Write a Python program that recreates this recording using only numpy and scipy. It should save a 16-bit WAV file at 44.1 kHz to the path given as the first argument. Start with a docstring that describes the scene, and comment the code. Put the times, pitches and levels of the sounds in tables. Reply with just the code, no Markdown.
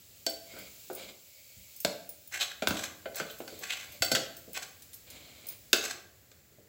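"""A steel spoon scrapes soft cooked food from a hand-held metal pan onto a steel plate in a small kitchen.
Over a soft hiss and a low murmur, the spoon knocks the pan, both ring, and bangles clink on the wrists.
Moist food crackles under the spoon and bumps softly. From about two seconds the spoon's edge grates
and squeaks along the wall by stick-slip friction. Near five seconds sticky food snaps off and is
smeared onto the heap; a last loud knock, short scrapes and faint bumps follow."""
import sys
import numpy as np
from scipy import signal
from scipy.fft import rfft, irfft
from scipy.io import wavfile
from scipy.ndimage import uniform_filter1d

SR = 44100
rng = np.random.default_rng(int(sys.argv[2]) if len(sys.argv) > 2 else 0)


def wrap_up_sound(samples):
    """Save the sound to the file named by the first command line argument, as 16-bit audio."""
    columns = np.atleast_2d(samples).T
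    # keep every value between -1 and 1, then stretch to whole-number steps
    tamed = np.clip(columns, -1, 1)
    steps = np.round(tamed * 32767).astype(np.int16)
    wavfile.write(sys.argv[1], SR, steps)


N = 294716
TIME = np.arange(N) / SR
AGE = TIME[:SR * 3 // 4]   # seconds since an event began

# Normal modes of pan and spoon: pitch_hz, level_db, t60_s (at damping 1)
PAN_MODES = [(250,-10,.25), (318,-8,.3), (385,-9,.35), (450,-8,.3), (533,-4,.35), (590,-6,.35), (668,-2,.5),
             (780,-5,.35), (1416,-5,.18), (1530,-4,.25), (2005,-9,.2), (2100,-5,.22), (2440,-10,.2),
             (2955,-9,.2), (3150,-9,.25), (3450,-10,.3), (4030,-7,.2), (4480,-3,.25), (4532,2,.4),
             (4595,0,.3), (5270,-5,.25), (5560,-9,.25), (6600,-9,.2), (7530,-3,.22), (7750,-4,.27),
             (8050,-10,.2)]
SPOON_MODES = [(1540,-5,.25), (2592,-2,.3), (2659,0,.3), (2735,2,.25), (3585,-4,.25), (3930,-5,.2),
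               (4526,0,.3), (4770,-5,.3), (5316,-4,.35), (6518,-2,.45), (7515,-6,.35), (7950,-7,.25)]
# Spectrum of the crowded, short-lived modes of the food-damped pan: frequency_hz, gain_db
CLATTER_SPECTRUM = [(50,-21.5), (90,-10.5), (180,0.5), (280,3.5), (550,6.5), (800,-4), (1050,-12),
                    (1500,2.5), (1800,-4.5), (2500,-1), (3200,-1), (4300,3), (6000,-2), (7900,-1.5),
                    (8700,-18), (15500,-16.5)]


def from_db(db):
    """Amplitude ratio of a level in decibels."""
    return 10 ** (np.asarray(db) / 20)


def unit_power(x):
    """Normalisation to a mean square of one."""
    return x / np.sqrt(np.mean(x ** 2) + 1e-20)


def unit_energy(x):
    """Normalisation to a sum of squares of one."""
    return x / np.sqrt(np.sum(x ** 2) + 1e-20)


def unit_peak(x):
    """Normalisation to unit power in the loudest 6 ms."""
    return x / np.sqrt(uniform_filter1d(x ** 2, size=256).max() + 1e-20)


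def in_time(points):
    """Linear interpolation of a curve at every sample."""
    time_s, value = np.transpose(points)
    return np.interp(TIME, time_s, value)


def at_hz(points, hz):
    """Interpolation on a log-frequency axis."""
    frequency_hz, value = np.transpose(points)
    return np.interp(np.log(hz + 1), np.log(frequency_hz), value)


def band(x, hz, kind, order=2):
    """Butterworth filter: a maximally flat passband."""
    return signal.sosfilt(signal.butter(order, hz, kind, fs=SR, output="sos"), x + 1e-18)


def through(x, response):
    """Convolution with an impulse response."""
    return signal.fftconvolve(x, response)[:len(x)]


def colour(x, spectrum, size=4096):
    """Minimum-phase filter: folding the cepstrum gives a causal response with this spectrum."""
    gain = from_db(at_hz(spectrum, np.fft.rfftfreq(size, 1 / SR)))
    cepstrum = irfft(np.log(gain))
    cepstrum[1:size // 2] *= 2
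    response = irfft(np.exp(rfft(cepstrum[:size // 2], size)))
    return through(x, response)


def resonance(x, hz, width_hz):
    """Two equal resonators in cascade, each of unit gain and bandwidth width_hz."""
    radius = np.exp(-np.pi * width_hz / SR)
    forward = np.array([1, 0, -1]) * (1 - radius ** 2) / 2
    feedback = [1, -2 * radius * np.cos(2 * np.pi * hz / SR), radius ** 2]
    return signal.lfilter(forward, feedback, signal.lfilter(forward, feedback, x))


def add(track, start_s, sound):
    """Superposition of a sound on a track."""
    i = round(start_s * SR)
    track[i:i + len(sound)] += sound[:N - i]


def background():
    """Filtered noise: a bright hiss and a low murmur, each drifting in level."""
    # Noise spectra: frequency_hz, gain_db
    hiss_spectrum = [(900,-13), (1850,-13.5), (2300,-0.5), (3200,-1.5), (4500,0.5), (6000,-1.5), (7600,4.5),
                     (9000,-11), (10500,-2), (13000,-1.5), (15500,6)]
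    murmur_spectrum = [(25, -16), (45, -19), (65, 1.5), (100, 1.5), (160, -5), (300, -10), (600, -12),
                       (950, -23), (2000, -16), (6000, -65)]
    # Levels of the hiss's high treble and of the murmur: time_s, level_db
    treble_levels = [(0.0, -60), (0.89, -54.5), (1.13, -59.5), (1.84, -56), (2.1, -60.5), (2.73, -60),
                     (3.12, -59.5), (3.44, -57), (5.34, -61.5), (5.88, -59.5), (6.05, -65), (6.68, -67.5)]
    murmur_levels = [(0, -65.5), (0.8, -64.5), (1.2, -72), (2.25, -68), (2.7, -62.5), (5.4, -63),
                     (6.68, -64.5)]
    hiss = unit_power(colour(rng.standard_normal(N), hiss_spectrum))
    murmur = unit_power(colour(rng.standard_normal(N), murmur_spectrum))
    hiss_db = in_time(treble_levels) + 6.5   # the whole hiss exceeds its high treble
    return from_db(hiss_db) * hiss + from_db(in_time(murmur_levels)) * murmur


def burst(decay_s):
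    """Exponentially decaying noise of unit energy."""
    return unit_energy(rng.standard_normal(len(AGE)) * np.exp(-AGE / decay_s))


def crack(grit):
    """Hard contact: an impulse, then a few milliseconds of tiny rebounds."""
    return unit_energy(signal.unit_impulse(len(AGE)) + grit * burst(decay_s=.003))


def ring(modes, damping=1):
    """Damped free vibration: uneven metal splits each mode into three close partials that beat."""
    hz, level_db, t60_s = np.repeat(modes, 3, axis=0).T[:, :, None]
    split_hz = 16 * np.sqrt(hz / 1500) * rng.standard_normal(hz.shape)
    start_cycles = np.repeat(rng.random((len(modes), 1)), 3, axis=0)
    phase = 2 * np.pi * ((hz + split_hz) * AGE + start_cycles)
    envelope = from_db(level_db - 60 * damping * AGE / t60_s)
    return unit_energy(np.sum(envelope * np.sin(phase), axis=0))


def knocks():
    """Impact excites the modes of pan and spoon; harder contact is brighter, food leaves mostly thud."""
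    # Blows: start_s, thud_db, metal_db, then the relative bright_db, chatter_db, pan_db, spoon_db
    blows = [(0.265, -34, -24.5, 13, -20, 7.5, -13), (0.9, -36.5, -60, -10, 9, -12, -25),
             (1.8486, -24.5, -22, 4, -8, -16.5, -16), (2.6219, -29, -37.5, -4.5, 8, -23, -30),
             (2.6725, -29, -23.5, -2, -8, -19, -11.5), (2.7071, -29, -35, -3, -6, -10, -5),
             (3.0569, -34.5, -59.5, -20, -0.5, 0.5, -25), (3.1997, -35, -39, -8.5, 7.5, -4, -25),
             (3.4031, -34, -62, -15, 3.5, -13, -14), (3.478, -52, -41, 3, 1, 4, -18),
             (4.0215, -33, -21.5, 3.5, 10, 8.5, -5), (4.1158, -27, -23, 7, 11, 5.5, -19),
             (4.1502, -38.5, -23.5, 0, 7.5, -4.5, -29), (4.568, -46.5, -40, -1.5, 3, 2, -8),
             (5.7307, -26, -14, 2, -4.5, -12.5, -4.5), (6.316, -59.5, -55, 2.5, -4, -24, -22)]
    out = np.zeros(N)
    for start_s, thud_db, metal_db, bright_db, chatter_db, pan_db, spoon_db in blows:
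        contact = unit_energy(crack(grit=1.3) + from_db(chatter_db) * burst(decay_s=.013))
        pan = from_db(pan_db) * ring(PAN_MODES, damping=1.75)
        spoon = from_db(spoon_db) * ring(SPOON_MODES, damping=2.4)
        metal = unit_energy(colour(contact, CLATTER_SPECTRUM)) + pan + spoon
        hum = from_db(pan_db - 3.5) * ring(PAN_MODES)   # the low modes linger in the thud
        thud = band(band(metal + hum, 950, "low", order=4), 190, "high")
        clang = band(metal, [1000, 3200], "band", order=3)
        clink = band(metal, [3200, 8300], "band", order=3)
        treble = band(contact, 8800, "high", order=4)
        clang_db = metal_db - bright_db
        treble_db = metal_db - 8.5 + .14 * bright_db
        for part, db in [(thud, thud_db), (clang, clang_db), (clink, metal_db), (treble, treble_db)]:
            add(out, start_s, from_db(db) * unit_peak(part))
    return out


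def bangles():
    """Collision gives a dry tick and excites the high modes of two bangle pairs, damped by the wrist."""
    # Collisions: start_s, peak_db, thin_db (thin pair relative to thick)
    clinks = [(0.296, -35.5, 6), (0.588, -44, 15), (0.931, -41, 20), (0.95, -36.5, 11), (1.763, -43.5, -1),
              (1.803, -35.5, -18), (2.092, -34.5, 16), (2.275, -43.5, 15), (2.684, -29, 14),
              (3.158, -35, 0), (3.31, -46, -12), (3.386, -47, -28), (3.59, -43.5, -1), (3.922, -46, -15),
              (4.048, -31, 15), (4.367, -43.5, -21), (4.532, -38.5, 8), (4.942, -42.5, -4), (5.469, -38, 4),
              (5.487, -33, 11), (5.5, -39, 18.5), (5.762, -36, 20.5)]
    # Normal modes of each pair: pitch_hz, level_db, t60_s (at damping 1)
    thin_modes = [(5050,-17,.08), (9400,-9,.1), (9760,-9,.11), (15060,0,.11), (15220,-6,.1), (15630,-3,.12)]
    thick_modes = [(5350,-10,.12), (6350,-7,.15), (8250,-7,.12), (10570,-10,.12), (12060,-6,.15),
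                   (13080,-2,.14), (13300,-3,.17), (14000,-6,.12), (14830,0,.12), (15150,-3,.12)]
    out = np.zeros(N)
    for start_s, peak_db, thin_db in clinks:
        thin = from_db(thin_db) * ring(thin_modes, damping=1.4)
        thick = ring(thick_modes, damping=.88)
        tick = from_db(-8) * band(burst(decay_s=.0077), 5100, "high")
        add(out, start_s, from_db(peak_db) * unit_peak(unit_energy(thin + thick) + tick))
    return out


def grains(per_s, spread_db):
    """Shot noise: tiny impulses of uneven size at random times, unit power."""
    sizes = from_db(spread_db * np.minimum(rng.exponential(1, N), 4)) * rng.choice([-1, 1], N)
    return unit_power(sizes * (rng.random(N) < per_s / SR))


def grip(per_s, depth_db):
    """Random amplitude modulation by uneven grip."""
    steps = np.clip(rng.standard_normal(4000), -2, 2)
    level_db = depth_db * np.interp(TIME * per_s, np.arange(len(steps)), steps)
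    return unit_power(from_db(level_db))


def push(length_s, attack_s, swell_db, crest, ease_db, release_s):
    """Pressure envelope: contact, a swell to the crest (a fraction of the length), easing, release."""
    pressure_db = np.interp(AGE / length_s, [0, crest, 1], [-swell_db, 0, -ease_db])
    attack = np.minimum(AGE / attack_s, 1)
    release = np.exp(-np.maximum(AGE - length_s, 0) / release_s)
    return from_db(pressure_db) * attack * release


def smears():
    """Friction in moist paste makes a fine crackle, which drives hollow resonances at the spoon's bowl."""
    # Pushes through the food: start_s, length_s, crackle_db, rub_db
    pushes = [(0.449, 0.23, -52.5, -56.5), (0.941, 0.16, -50, -58.5), (1.254, .5, -81, -65),
              (3.478, 0.14, -52.5, -75), (3.782, 0.2, -57, -63), (5.058, 0.25, -52.5, -65.5),
              (5.29, 0.26, -56.5, -67.5)]
    # Spectrum of the crackle: frequency_hz, gain_db
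    crackle_spectrum = [(300,-6), (680,-7), (950,-13.5), (1900,-12.5), (2300,-7), (3300,-7.5), (4200,-3.5),
                        (5400,-21.5), (7600,-9), (9000,-26.5), (15000,-24)]
    # Resonances of the bowl in paste: centre_hz, width_hz, level_db
    bowl_resonances = [(558, 125, -4), (2220, 420, 0), (3080, 1500, -10), (4510, 900, -0.5)]
    impulses = grains(per_s=6100, spread_db=2.5) * grip(per_s=42, depth_db=3)
    crackle = unit_power(colour(impulses, crackle_spectrum))
    rub = unit_power(sum(from_db(level_db) * unit_power(resonance(impulses, centre_hz, width_hz))
                         for centre_hz, width_hz, level_db in bowl_resonances))
    crackle_gain, rub_gain = np.zeros(N), np.zeros(N)
    for start_s, length_s, crackle_db, rub_db in pushes:
        pressure = push(length_s, attack_s=.025, swell_db=5, crest=.65, ease_db=3.5, release_s=.01)
        add(crackle_gain, start_s, from_db(crackle_db) * pressure)
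        add(rub_gain, start_s, from_db(rub_db) * pressure)
    return crackle_gain * crackle + rub_gain * rub


def bumps():
    """Soft impacts of food and hand excite only the lower modes of the pan."""
    # Impacts: start_s, peak_db, cutoff_hz
    impacts = [(0.535, -49.5, 1670), (0.562, -47, 1600), (0.996, -49, 1480), (1.563, -50.5, 75),
               (1.851, -48, 85), (2.68, -38, 100), (3.21, -42.5, 192), (3.52, -46, 720),
               (3.609, -47.5, 930), (4.007, -39, 88), (4.12, -36.5, 208), (4.16, -37, 880),
               (4.477, -48, 600), (6.517, -63.5, 556), (6.583, -57, 690)]
    out = np.zeros(N)
    for start_s, peak_db, cutoff_hz in impacts:
        clatter = colour(burst(decay_s=.027), CLATTER_SPECTRUM)
        add(out, start_s, from_db(peak_db) * unit_peak(band(clatter, cutoff_hz, "low", order=4)))
    return out


def scraping():
    """Stick-slip friction: each slip excites pan and spoon, and modes near the edge's bite squeak."""
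    # Strokes along the wall: start_s, length_s, level_db, bite_hz, squeak_db (relative to the grating)
    strokes = [(2.31, 0.071, -36, 1960, -2.5), (2.389, 0.053, -27.5, 3030, -0.5),
               (2.509, .014, -42.5, 1600, 1), (2.723, 0.092, -37.5, 2980, -7.5),
               (2.817, 0.049, -32, 2850, -10.5), (3.143, 0.061, -34, 4260, -18),
               (3.24, 0.11, -52.5, 3000, 2.5), (3.608, 0.092, -40.5, 2220, -2.5),
               (3.681, 0.055, -32, 2570, 5.5), (3.742, 0.097, -41.5, 2300, -1),
               (4.048, 0.1, -48, 2100, -10), (4.172, 0.08, -47.5, 2040, -7),
               (4.536, 0.051, -36.5, 2620, -0.5), (4.61, 0.038, -46.5, 2600, -16),
               (5.747, 0.021, -35, 2530, -1), (5.819, 0.063, -35, 2580, -14),
               (5.883, 0.034, -35, 1900, -12)]
    # Spectrum of the slips: frequency_hz, gain_db
    slip_spectrum = [(100,-42), (350,-12), (600,-7.5), (1100,9), (2200,3), (3500,-2), (5000,0), (7700,4),
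                     (10000,8.5), (15500,7)]
    impulses = grains(per_s=3300, spread_db=.5) * grip(per_s=170, depth_db=6)
    slips = colour(impulses, slip_spectrum)
    clatter = unit_energy(colour(crack(grit=.78), CLATTER_SPECTRUM))
    dry_response = clatter + from_db(-20) * ring(PAN_MODES) + from_db(-14.5) * ring(SPOON_MODES)
    ringing_response = clatter + from_db(-12) * ring(PAN_MODES) + from_db(-11) * ring(SPOON_MODES)
    grating = unit_power(through(slips, dry_response))
    singing = through(slips, ringing_response)
    out = np.zeros(N)
    for start_s, length_s, level_db, bite_hz, squeak_db in strokes:
        now = slice(int(start_s * SR), int(start_s * SR) + len(AGE))
        pressure = push(length_s, attack_s=.005, swell_db=14, crest=.49, ease_db=6.5, release_s=.009)
        squeak = unit_power(resonance(singing[now], bite_hz, width_hz=1850))
        squeak_gain = from_db(squeak_db) * np.sqrt(pressure)   # a firmer edge squeaks more
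        add(out, start_s, from_db(level_db) * pressure * (grating[now] + squeak_gain * squeak))
    return out


def smacks():
    """Adhesion gives way: sticky food snaps off the spoon in a short, bright burst."""
    # Snaps: start_s, peak_db
    snaps = [(4.821, -47.5), (4.932, -44.5), (5.102, -44)]
    out = np.zeros(N)
    for start_s, peak_db in snaps:
        add(out, start_s, from_db(peak_db) * unit_peak(band(burst(decay_s=.014), 3200, "high")))
    return out


def kitchen():
    """Diffuse reverberation between hard walls: an impulse response that dies sooner in the treble."""
    # Reverberation times: frequency_hz, t60_s
    decay_times = [(100, 0.56), (500, 0.7), (2000, 0.52), (7000, 0.43), (15000, 0.34)]
    edges_hz = np.geomspace(60, 18000, 10)
    tail = np.zeros(len(AGE))
    for low_hz, high_hz in zip(edges_hz, edges_hz[1:]):
        t60_s = at_hz(decay_times, np.sqrt(low_hz * high_hz))
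        noise = band(rng.standard_normal(len(AGE)), [low_hz, high_hz], "band")
        tail += noise * from_db(-60 * AGE / t60_s)
    onset = np.clip(AGE / .0011 - .4, 0, 1)
    return unit_energy(tail * onset)


def scene():
    """Superposition of direct sound, weaker reverberation and background in one channel."""
    direct = knocks() + scraping() + bangles() + smears() + bumps() + smacks()
    reverberation = from_db(-7) * through(direct, kitchen())
    return (direct + reverberation + background())[None]


def record(dry):
    """Band limiting: a high-pass cuts the deepest bass, a steep elliptic low-pass the highest treble."""
    bass_hz, treble_hz = 46, 15850
    low_pass = signal.ellip(12, .2, 70, treble_hz, fs=SR, output="sos")
    return signal.sosfilt(low_pass, band(dry, bass_hz, "high", order=4))


dry = scene()
out = record(dry)
wrap_up_sound(out)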